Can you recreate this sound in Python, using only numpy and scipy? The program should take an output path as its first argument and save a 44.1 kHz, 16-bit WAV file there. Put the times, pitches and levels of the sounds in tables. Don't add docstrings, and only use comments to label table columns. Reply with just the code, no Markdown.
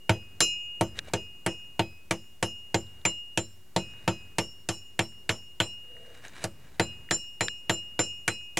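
import sys
import numpy as np
from scipy import signal
from scipy.fft import rfft, irfft
from scipy.io import wavfile

SR = 44100
rng = np.random.default_rng(int(sys.argv[2]) if len(sys.argv) > 2 else 0)


def amplitude_ratio(level_db):
    exponent = np.asarray(level_db, float) / 20
    return 10 ** exponent


def output_pcm(signal):
    pcm = np.clip(np.atleast_2d(signal).T, -1, 1) * 32767
    wavfile.write(sys.argv[1], SR, np.round(pcm).astype(np.int16))


N = 378819

# (relative, per Hz)
FLOOR_SPECTRUM = [(20, -2), (35, 2), (60, -11), (114, -16.5), (350, -27), (1170, -35), (2400, -36),
                  (4000, -38.5), (7000, -38.5), (14200, -41), (16300, -43)]
FLOOR_DB = -54.5
# pitch_hz, level_db (rms, about which each drifts)
STEADY_TONES = [(366, -75), (6858, -81.5), (13711, -81)]
# peak_s, level_db, rise_s, fall_s
RUMBLE_SWELLS = [(.31, -49.5, 0.23, .3), (.99, -42.5, 0.25, 0.27), (1.7, -57, 0.8, .5),
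                 (2.97, -50, 0.48, 0.18), (3.94, -46.5, 0.22, 0.8), (5.22, -55.5, 0.16, 0.13),
                 (5.9, -56.5, 0.34, 0.51), (6.51, -48.5, 0.43, .45), (7.01, -47, 0.36, 0.14),
                 (7.87, -51.5, 0.36, 0.37)]
CALM_DB, MID_AIR_DB = -64.5, -54.5
MID_FOLLOWS = 0.66
SWELL_DEPTH_DB, SWELL_CURVE = 16, 1.68

# peak_s, level_db, rise_s, fall_s
GROANS = [(6.09, -56.5, 0.26, 0.15)]
# pitch_hz, width_hz, level_db (relative, per pass)
GROAN_MODES = [(479, 72, -1), (674, 29, -3.5)]

# peak_s, level_db (before a common lift), rise_s, fall_s
DRAGS = [(.975, -50.5, 0.022, 0.022), (.992, -44.5, 0.017, 0.0074), (1.088, -58.5, 0.062, 0.06),
         (2.87, -74, .04, 0.27), (3.95, -68.5, 0.24, 0.53), (6.16, -64, 0.34, .15),
         (6.258, -55.5, 0.029, 0.045), (6.34, -62.5, 0.14, .12), (6.434, -50, .07, 0.011),
         (6.72, -67, 0.2, 0.36)]
# (relative, per Hz)
DRAG_SPECTRUM = [(120, -38.5), (200, -4.5), (1230, -5), (1510, -2.5), (2610, -5), (2900, -3), (3210, -11.5),
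                 (3810, -13.5), (8370, -14), (12000, -26), (15600, -62), (22000, -120)]
# pitch_hz, width_hz, level_db (relative)
BAR_MODES = [(1620, 120, -4.5), (1900, 63, 4.5), (2320, 67, -5), (2865, 42, 2), (3850, 170, 3.5),
             (7900, 140, -17), (8850, 83, -13)]

# start_s, peak_db (nominal), pitch_hz
TICKS = [(.983, -27, 490), (1.072, -33, 710), (1.081, -27.5, 570), (1.099, -34, 900), (2.869, -45, 3800),
         (3.015, -43, 3700), (3.836, -44, 1500), (5.9668, -36.5, 1900), (6.05, -41, 1800),
         (6.282, -32.5, 6600), (7.089, -28, 1900)]
TICK_T60_S, TICK_T60_SLOPE = 0.012, -0.56
# start_s, peak_db (nominal), tilt_db (per octave above 2 kHz)
SNAPS = [(.99, -20.5, 6), (7.483, -16.5, -2)]
# pitch_hz, level_db (relative), t60_s
SNAP_MODES = [(1710, 0.5, 0.013), (2360, 4, .006), (3700, 10.5, 0.003), (5160, -3.5, 0.0044),
              (6900, -27, 0.0024)]

# start_s, crack_db, crack_treble_db (added in the treble), thump_db (all relative)
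BLOWS = [(0.0935, -23.5, -10, -20), (0.4044, -25, 1, -28.5), (0.8095, -29.5, -5.5, -20),
         (1.135, -28.5, -3.5, -25), (1.4622, -26, -7, -25.5), (1.793, -27.5, -6.5, -23.5),
         (2.109, -28.4, -0.5, -27.5), (2.4263, -28, -1, -26), (2.7431, -27.5, -6, -21.5),
         (3.0514, -25.5, -5, -29.5), (3.374, -30, -0.5, -26.5), (3.762, -25, -6, -22),
         (4.0768, -25.5, -10.5, -22), (4.3835, -26.5, -4.5, -26), (4.6881, -27.5, -3.5, -29.5),
         (4.9909, -25, -9.5, -25), (5.2917, -24.5, -10, -29.5), (5.601, -23, -13, -28),
         (6.4401, -34, 0, -31), (6.7961, -22.4, -11.5, -21), (7.1088, -26, -6.5, -28.5),
         (7.4075, -25, -12.5, -29), (7.695, -23, -11, -25), (7.9909, -25, -11.5, -27.5),
         (8.278, -28, -3, -30.5), (8.571, -30, -0.5, -31)]
# pitch_hz, level_db (relative), t60_s, delay_s
BENCH_MODES = [(52.4, -18, 0.45, 0.0035), (77.6, -28.5, 1, 0.0049), (97.7, -19.5, 0.61, 0.008),
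               (103.8, 0, 0.15, 0.0056), (140.1, -18, 0.32, 0.0029), (185.5, -3.5, 0.15, 0.0015),
               (222.1, -18, 0.35, 0.0024), (333, -0.5, 0.16, 0.0014), (371, -10, 0.15, 0.001),
               (465.6, -9.5, 0.12, 0.00039), (515.4, -9, 0.13, 0.0021), (555.5, -12, 0.16, 0.00466),
               (641.3, -5, 0.11, 0.00064), (704.3, -2, 0.067, 0.00192), (790, -10.5, 0.11, 0.00249),
               (909, -0.5, 0.082, 0.00075), (933, -27, 0.014, 0.00282), (1127, -18, 0.073, 0.00036)]

# start_db (rms), first_db (added at first), top_db (added at the top of the swing)
LONG_RING = [(-45, -4, -3.5), (-24.5, -4.2, -6), (-48.5, -1, -2), (-41, -1, -1.5), (-43.5, 2, 2.8),
             (-61.6, -3, 5.1), (-55.5, 3, 6), (-40.5, 1.2, 1), (-47, -6, 0.5), (-33, -2.5, -4.5),
             (-56, 3, 0.5), (-47.5, 3, 5.5), (-50, 2.0, 2), (-51, 9.5, 4), (-55.5, 1, 10), (-55, -4, 11),
             (-48, -10.5, 3.7), (-35, -13, -3.8), (-60, -4.1, 0), (-31, -17, -14.7), (-34, -19, -5),
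             (-31, -18, -9), (-32, -9.5, -5), (-31.5, -9, -5.5), (-39.5, -4, 1.6), (-50, 0, 0)]
LONG_RING_HZ, EARLIER_RING_DB = 2853, -52.5
LONG_FALL_DB_PER_S = 46
LIFT_S, LIFT_WIDTH_S, SWING_TOP_S, SWING_WIDTH_S = 0.025, 0.044, 0.19, 0.11
DESCENT_SHADE_DB, DESCENT_S = -3, 0.037
SETTLE_HZ, SETTLE_S = 5, 0.074
RING_RISE_S = 0.012

# pitch_hz, level_db (relative), t60_s
ANVIL_FAMILIES = [
    [(2531, 4, .85)],
    [(2902, -8, .2), (3004, -11, .23), (3138, -6, .08), (3343, -8, .06)],
    [(2878, 0, .5), (2888, -8, .6)],
    [(4054, 14, .22), (4066, 7, .18)],
    [(5034, 9, .37)],
    [(5276, 12, .28)],
    [(5421, 8, .43)],
    [(5798, 9, .23), (6175, 6, .17), (6236, 22, .15), (6406, 10, .11), (6508, 6, .26), (6697, 4, .14)],
    [(7020, 6, .55)],
    [(7166, 21, .15), (7188, 9, .24), (7550, -5, .4), (7666, -2, .16)],
    [(8172, 10, .33), (8490, 8, .28), (8850, 4, .26)],
    [(9340, 26, .08), (9400, 26, .09), (10530, 6, .3), (10770, 17, .2), (11050, 9, .27), (11460, 4, .25)],
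    [(11670, 22, .15)],
]
# ring_db (relative), along (-1..1), across (-1..1), hammer_tilt (-1..1)
LANDINGS = [(-5.5, -0.31, -0.68, 0.4), (12, -0.31, -0.92, 0.32), (-5, -0.0017, -0.43, 0.66),
            (-4.5, -0.23, -0.29, -0.37), (-3, 0.11, -0.28, -0.8), (-7.5, -0.89, -0.22, 0.16),
            (-4.6, 0.11, -0.21, -0.38), (0, 0.27, -0.45, 0.0018), (-4, 0.23, 0.17, 0.91),
            (0.5, 0.12, 0.031, 1.0), (-2.3, -0.063, 0.77, 0.46), (-0.7, -0.31, 0.03, -0.36),
            (-1.3, -0.2, -0.54, 0.37), (-2.5, 1.0, 0.16, -0.33), (1.5, -0.061, -0.096, -0.73),
            (-1.3, 0.11, 0.2, -0.36), (-1, 0.54, -0.15, -0.23), (1.3, -0.36, 0.52, -0.31),
            (-14, -0.01, 0.54, 0.017), (0, -0.69, 0.38, 0.32), (5.5, 0.2, 0.3, 0.34),
            (4.5, -0.12, 0.33, 0.14), (2, 0.2, 0.19, 0.78), (5.5, 0.14, -0.088, 0.0016),
            (2, -0.57, 0.35, -0.57), (4.5, -0.15, -0.91, -0.71)]
# mean_blow_db, ring_share (of ring_db), along_db, across_db, tilt_db (per unit)
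FAMILY_ANSWERS = [(-53.5, 0.81, -14.5, -7, -3.5), (-34.5, 0.75, 6, -6, 2.5), (-51, 1.56, 4, -3, -10.5),
                  (-57.0, 1.46, -11.5, 4.5, 4), (-59, 0.37, -9, -5, 1), (-55.5, 1.47, 6, -4, -1.5),
                  (-53.0, 1.42, 10, 8.5, -5.0), (-64, 0.94, 4.5, -11, 0.5), (-57.5, 1.37, 3.0, -3.5, -5.5),
                  (-50.5, 1.63, 1.5, 8, 8.0), (-63, 1, -1.5, 7.5, -3), (-74, 1.07, 8.5, -10, 0.5),
                  (-71.5, 0.4, 1.5, 1, 1.0)]
LOWEST_MODE_DB = [2, -1, -2, 0.5, 4, -1.5, -4, -3, -4, 0, -6, 0.5, 3, -8, -11, -10, -2, -7, 2, -1.5, 1, 0,
                  4, 2, 0, 0]
DETUNE, WAVER_DB, WAVER_PER_S = 0.00058, 3, 9.26

# pitch_hz, density_db (relative, per Hz), t60_s
CRACK_SPECTRUM = [(151, -21.5, 0.41), (252, -12.5, 0.16), (404, -5, 0.19), (900, -11, 0.15),
                  (1690, 0, 0.054), (2540, -1.5, 0.072), (4680, -5.5, 0.042), (7260, -3, 0.061),
                  (9750, -8.5, 0.035), (15000, -40, .05)]
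FLUTTER_S, FLUTTER_DB, FLUTTER_CUT_HZ = 0.006, -11, 1830
FAR_ECHO_S, FAR_ECHO_DB = 0.13, -41

HISS_DB = -70.5
RIGHT_LEADS_US = 5.5
OFFSET = -.0047


def rms_one(x):
    return x / np.sqrt(np.mean(x ** 2) + 1e-20)


def at_hz(points, hz, axis=1):
    points = np.array(points)
    return np.interp(np.log(hz), np.log(points[:, 0]), points[:, axis])


def level(rows):
    t = np.arange(0, N, 20) / SR
    gain = 0
    for s, peak_db, rise_s, fall_s in rows:
        distance = np.where(t < s, (s - t) / rise_s, (t - s) / fall_s)
        swell_db = peak_db - SWELL_DEPTH_DB * distance ** SWELL_CURVE
        gain = gain + amplitude_ratio(np.maximum(swell_db, -200))
    return np.interp(np.arange(N) / SR, t, gain)


def coloured(spectrum):
    hz = np.arange(N // 2 + 1) * SR / N + 1
    white = rfft(rng.standard_normal(N))
    return rms_one(irfft(white * amplitude_ratio(at_hz(spectrum, hz)), N))


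def drift(rate_hz):
    r = np.exp(-2 * np.pi * rate_hz / SR)
    settled = signal.lfilter([1], [1, -2 * r, r * r], rng.standard_normal(N + SR))[SR:]
    return rms_one(settled)


def resonate(x, modes):
    out = 0
    for k, (hz, width_hz, top_db) in enumerate(modes):
        r = np.exp(-np.pi * width_hz / SR)
        b = np.array([1, 0, -1]) * (1 - r * r) / 2
        a = [1, -2 * r * np.cos(2 * np.pi * hz / SR), r * r]
        out = out + (-1) ** k * amplitude_ratio(top_db) * signal.lfilter(b, a, x)
    return out


def fading(clicks, t60_s):
    return signal.lfilter([1], [1, -amplitude_ratio(-60 / (t60_s * SR))], clicks + 1e-18)


def strikes(db, delay_s=0, spread_db=0):
    clicks, s = np.zeros(N), np.array(BLOWS)[:, 0]
    at = np.clip(((s + delay_s) * SR).astype(int), 0, N - 1)
    clicks[at] = amplitude_ratio(db + spread_db * rng.standard_normal(len(s)))
    return clicks


def air():
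    t = np.arange(N) / SR
    hiss = amplitude_ratio(FLOOR_DB) * coloured(FLOOR_SPECTRUM)
    low = signal.sosfilt(signal.butter(2, 300, fs=SR, output="sos"), coloured(FLOOR_SPECTRUM))
    mid_band = signal.butter(2, [300, 2500], "band", fs=SR, output="sos")
    mid = signal.sosfilt(mid_band, coloured(FLOOR_SPECTRUM))
    rumble_gain = amplitude_ratio(CALM_DB) + level(RUMBLE_SWELLS)
    mid_gain = amplitude_ratio(MID_AIR_DB) * (rumble_gain / amplitude_ratio(-54)) ** MID_FOLLOWS
    tones = 0
    for hz, tone_db in STEADY_TONES:
        height = np.sqrt(2) * amplitude_ratio(tone_db + 1.9 * drift(5))
        tones = tones + height * np.sin(2 * np.pi * hz * t)
    return hiss + rumble_gain * rms_one(low) + mid_gain * mid + tones


def groan():
    lumps = rng.standard_normal(N) * amplitude_ratio(1.9 * drift(40))
    voiced = resonate(resonate(lumps, GROAN_MODES), GROAN_MODES)
    return level(GROANS) * rms_one(voiced)


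def drags():
    unevenness = amplitude_ratio(1.9 * drift(53) + 3.1 * drift(340))
    grit = coloured(DRAG_SPECTRUM) * unevenness
    scrape = rms_one(grit + amplitude_ratio(5.5) * resonate(grit, BAR_MODES))
    return amplitude_ratio(4.5) * level(DRAGS) * scrape


def ticks():
    rows = [(s, peak_db, hz, TICK_T60_S * (hz / 1000) ** TICK_T60_SLOPE) for s, peak_db, hz in TICKS]
    for s, peak_db, tilt_db in SNAPS:
        for hz, mode_db, t60_s in SNAP_MODES:
            rows.append((s, peak_db + mode_db + tilt_db * np.log2(hz / 2000), hz, t60_s))
    length = 2000
    out, t = np.zeros(N + length), np.arange(length) / SR
    for s, peak_db, hz, t60_s in rows:
        broad = [(hz, hz, 0)]
        grit = resonate(resonate(rng.standard_normal(length), broad), broad)
        tone = np.sin(2 * np.pi * hz * t) + 0.65 * grit
        envelope = amplitude_ratio(peak_db - 60 * t / t60_s) * (1 - np.exp(-hz * t)) ** 2
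        start = int(s * SR)
        out[start:start + length] += envelope * tone
    return out[:N]


def bench():
    out, thump_db = 0, np.array(BLOWS)[:, 3]
    for hz, mode_db, t60_s, delay_s in BENCH_MODES:
        r, w = amplitude_ratio(-60 / (t60_s * SR)), 2 * np.pi * hz / SR
        clicks = strikes(thump_db, delay_s=max(delay_s, 0), spread_db=2.0) + 1e-18
        b, a = [0, amplitude_ratio(mode_db) * np.sin(w)], [1, -2 * r * np.cos(w), r * r]
        out = out + signal.lfilter(b, a, clicks)
    return out


def flutter(x):
    out, lag, dull = x.copy(), int(FLUTTER_S * SR), signal.butter(1, FLUTTER_CUT_HZ, fs=SR)
    for _ in range(5):
        delayed = np.r_[np.zeros(lag), x[:-lag]]
        x = amplitude_ratio(FLUTTER_DB) * signal.lfilter(*dull, delayed)
        out += x
    return out


def far_echo(x):
    lag = int(FAR_ECHO_S * SR)
    dull = signal.sosfilt(signal.butter(2, [600, 2300], "band", fs=SR, output="sos"), x)
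    return amplitude_ratio(FAR_ECHO_DB) * np.r_[np.zeros(lag), dull[:-lag]]


def crack():
    out, edges, white = 0, 120 * 2 ** np.arange(0, 7.3, .4), rng.standard_normal((2, N))
    rise = np.exp(-1 / (0.00039 * SR))
    crack_db, treble_db = np.array(BLOWS)[:, 1:3].T
    for k, (low, high) in enumerate(zip(edges, edges[1:])):
        hz = np.sqrt(low * high)
        treble_share = np.clip(np.log2(hz / 3000) / 1.05, 0, 1)
        clicks = strikes(crack_db + treble_share * treble_db, spread_db=2.56)
        shape = fading(clicks, at_hz(CRACK_SPECTRUM, hz, axis=2))
        shape = shape + amplitude_ratio(-1.5) * fading(clicks, 0.012) + amplitude_ratio(-22.0) * fading(clicks, 0.2)
        shape = signal.lfilter([1 - rise], [1, -rise], shape)
        band = signal.butter(2, [low, high], "band", fs=SR, output="sos")
        gain = amplitude_ratio(at_hz(CRACK_SPECTRUM, hz) + 13)
        out = out + gain * signal.sosfilt(band, shape * white[k % 2])
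    return out


def long_ring():
    t, s = np.arange(N) / SR, np.r_[0, np.array(BLOWS)[:, 0]]
    last = np.searchsorted(s, t, side="right") - 1
    since = t - s[last]
    until_next = np.r_[s[1:], N / SR + 1][last] - t
    rows = [(EARLIER_RING_DB, 0, 0)] + list(LONG_RING)
    start_db, first_db, top_db = np.array(rows)[last].T
    ring_db = start_db - LONG_FALL_DB_PER_S * since
    ring_db += first_db * np.exp(-((since - LIFT_S) / LIFT_WIDTH_S) ** 2)
    ring_db += DESCENT_SHADE_DB * np.exp(-((until_next - DESCENT_S) / DESCENT_S) ** 2)
    ring_db += top_db * np.exp(-((since - SWING_TOP_S) / SWING_WIDTH_S) ** 2)
    pitch_hz = LONG_RING_HZ - SETTLE_HZ * np.exp(-since / SETTLE_S) + 1.34 * drift(5.5)
    turns = np.cumsum(pitch_hz) / SR
    swell = np.exp(-1 / (RING_RISE_S * SR))
    height = signal.lfilter([1 - swell], [1, -swell], amplitude_ratio(ring_db + 1.05 * drift(28)))
    return np.sqrt(2) * height * np.sin(2 * np.pi * turns)


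def anvil():
    hz, mode_db, t60_s = np.concatenate(ANVIL_FAMILIES).T[:, :, None]
    family_sizes = [len(family) for family in ANVIL_FAMILIES]
    starts, out = [int(row[0] * SR) for row in BLOWS] + [N], np.zeros(N)
    phases, pace, waver_phases = rng.random((3, len(BLOWS), len(hz), 1))
    tuned_hz = hz * (1 + DETUNE * rng.standard_normal((len(BLOWS), len(hz), 1)))
    answers = np.array(FAMILY_ANSWERS)
    rings_db = answers[:, 0] + np.array(LANDINGS) @ answers[:, 1:].T
    rings_db += 0.74 * rng.standard_normal(rings_db.shape)
    rings_db[:, 0] += LOWEST_MODE_DB
    for k, family_db in enumerate(rings_db):
        t = np.arange(starts[k + 1] - starts[k]) / SR
        height = amplitude_ratio(np.repeat(family_db, family_sizes) + mode_db[:, 0])
        waver_turns = WAVER_PER_S * (.5 + pace[k]) * t + waver_phases[k]
        waver_db = WAVER_DB * hz / 5000 * np.sin(2 * np.pi * waver_turns)
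        modes = amplitude_ratio(-60 * t / t60_s + waver_db) * np.sin(2 * np.pi * (tuned_hz[k] * t + phases[k]))
        out[starts[k]:starts[k + 1]] = (1 - np.exp(-t / RING_RISE_S)) * (height @ modes)
    return out


def scene():
    blows = crack()
    background = air() + groan() + drags() + ticks()
    impacts = bench() + flutter(blows) + far_echo(blows)
    ringing = long_ring() + anvil()
    return np.tile(background + impacts + ringing, (2, 1))


def band_limit(x):
    return signal.sosfilt(signal.butter(12, 16630, fs=SR, output="sos"), x)


def record(dry):
    thin = signal.sosfilt(signal.butter(3, 70, "high", fs=SR, output="sos"), dry)
    rounded = 0.42 * np.tanh(thin / 0.38)
    half_lag = RIGHT_LEADS_US / 1e6 * SR / 2
    lagged = rounded + half_lag * np.gradient(rounded, axis=1) * [[-1], [1]]
    hiss_spectrum = [(30, -70), (100, -23), (600, -12.5), (4000, -11.5), (16000, -16)]   # Hz, dB per Hz
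    hiss = amplitude_ratio(HISS_DB) * coloured(hiss_spectrum) * [[1], [-1]]
    return band_limit(lagged + hiss + OFFSET)


dry = scene()
out = record(dry)
output_pcm(out)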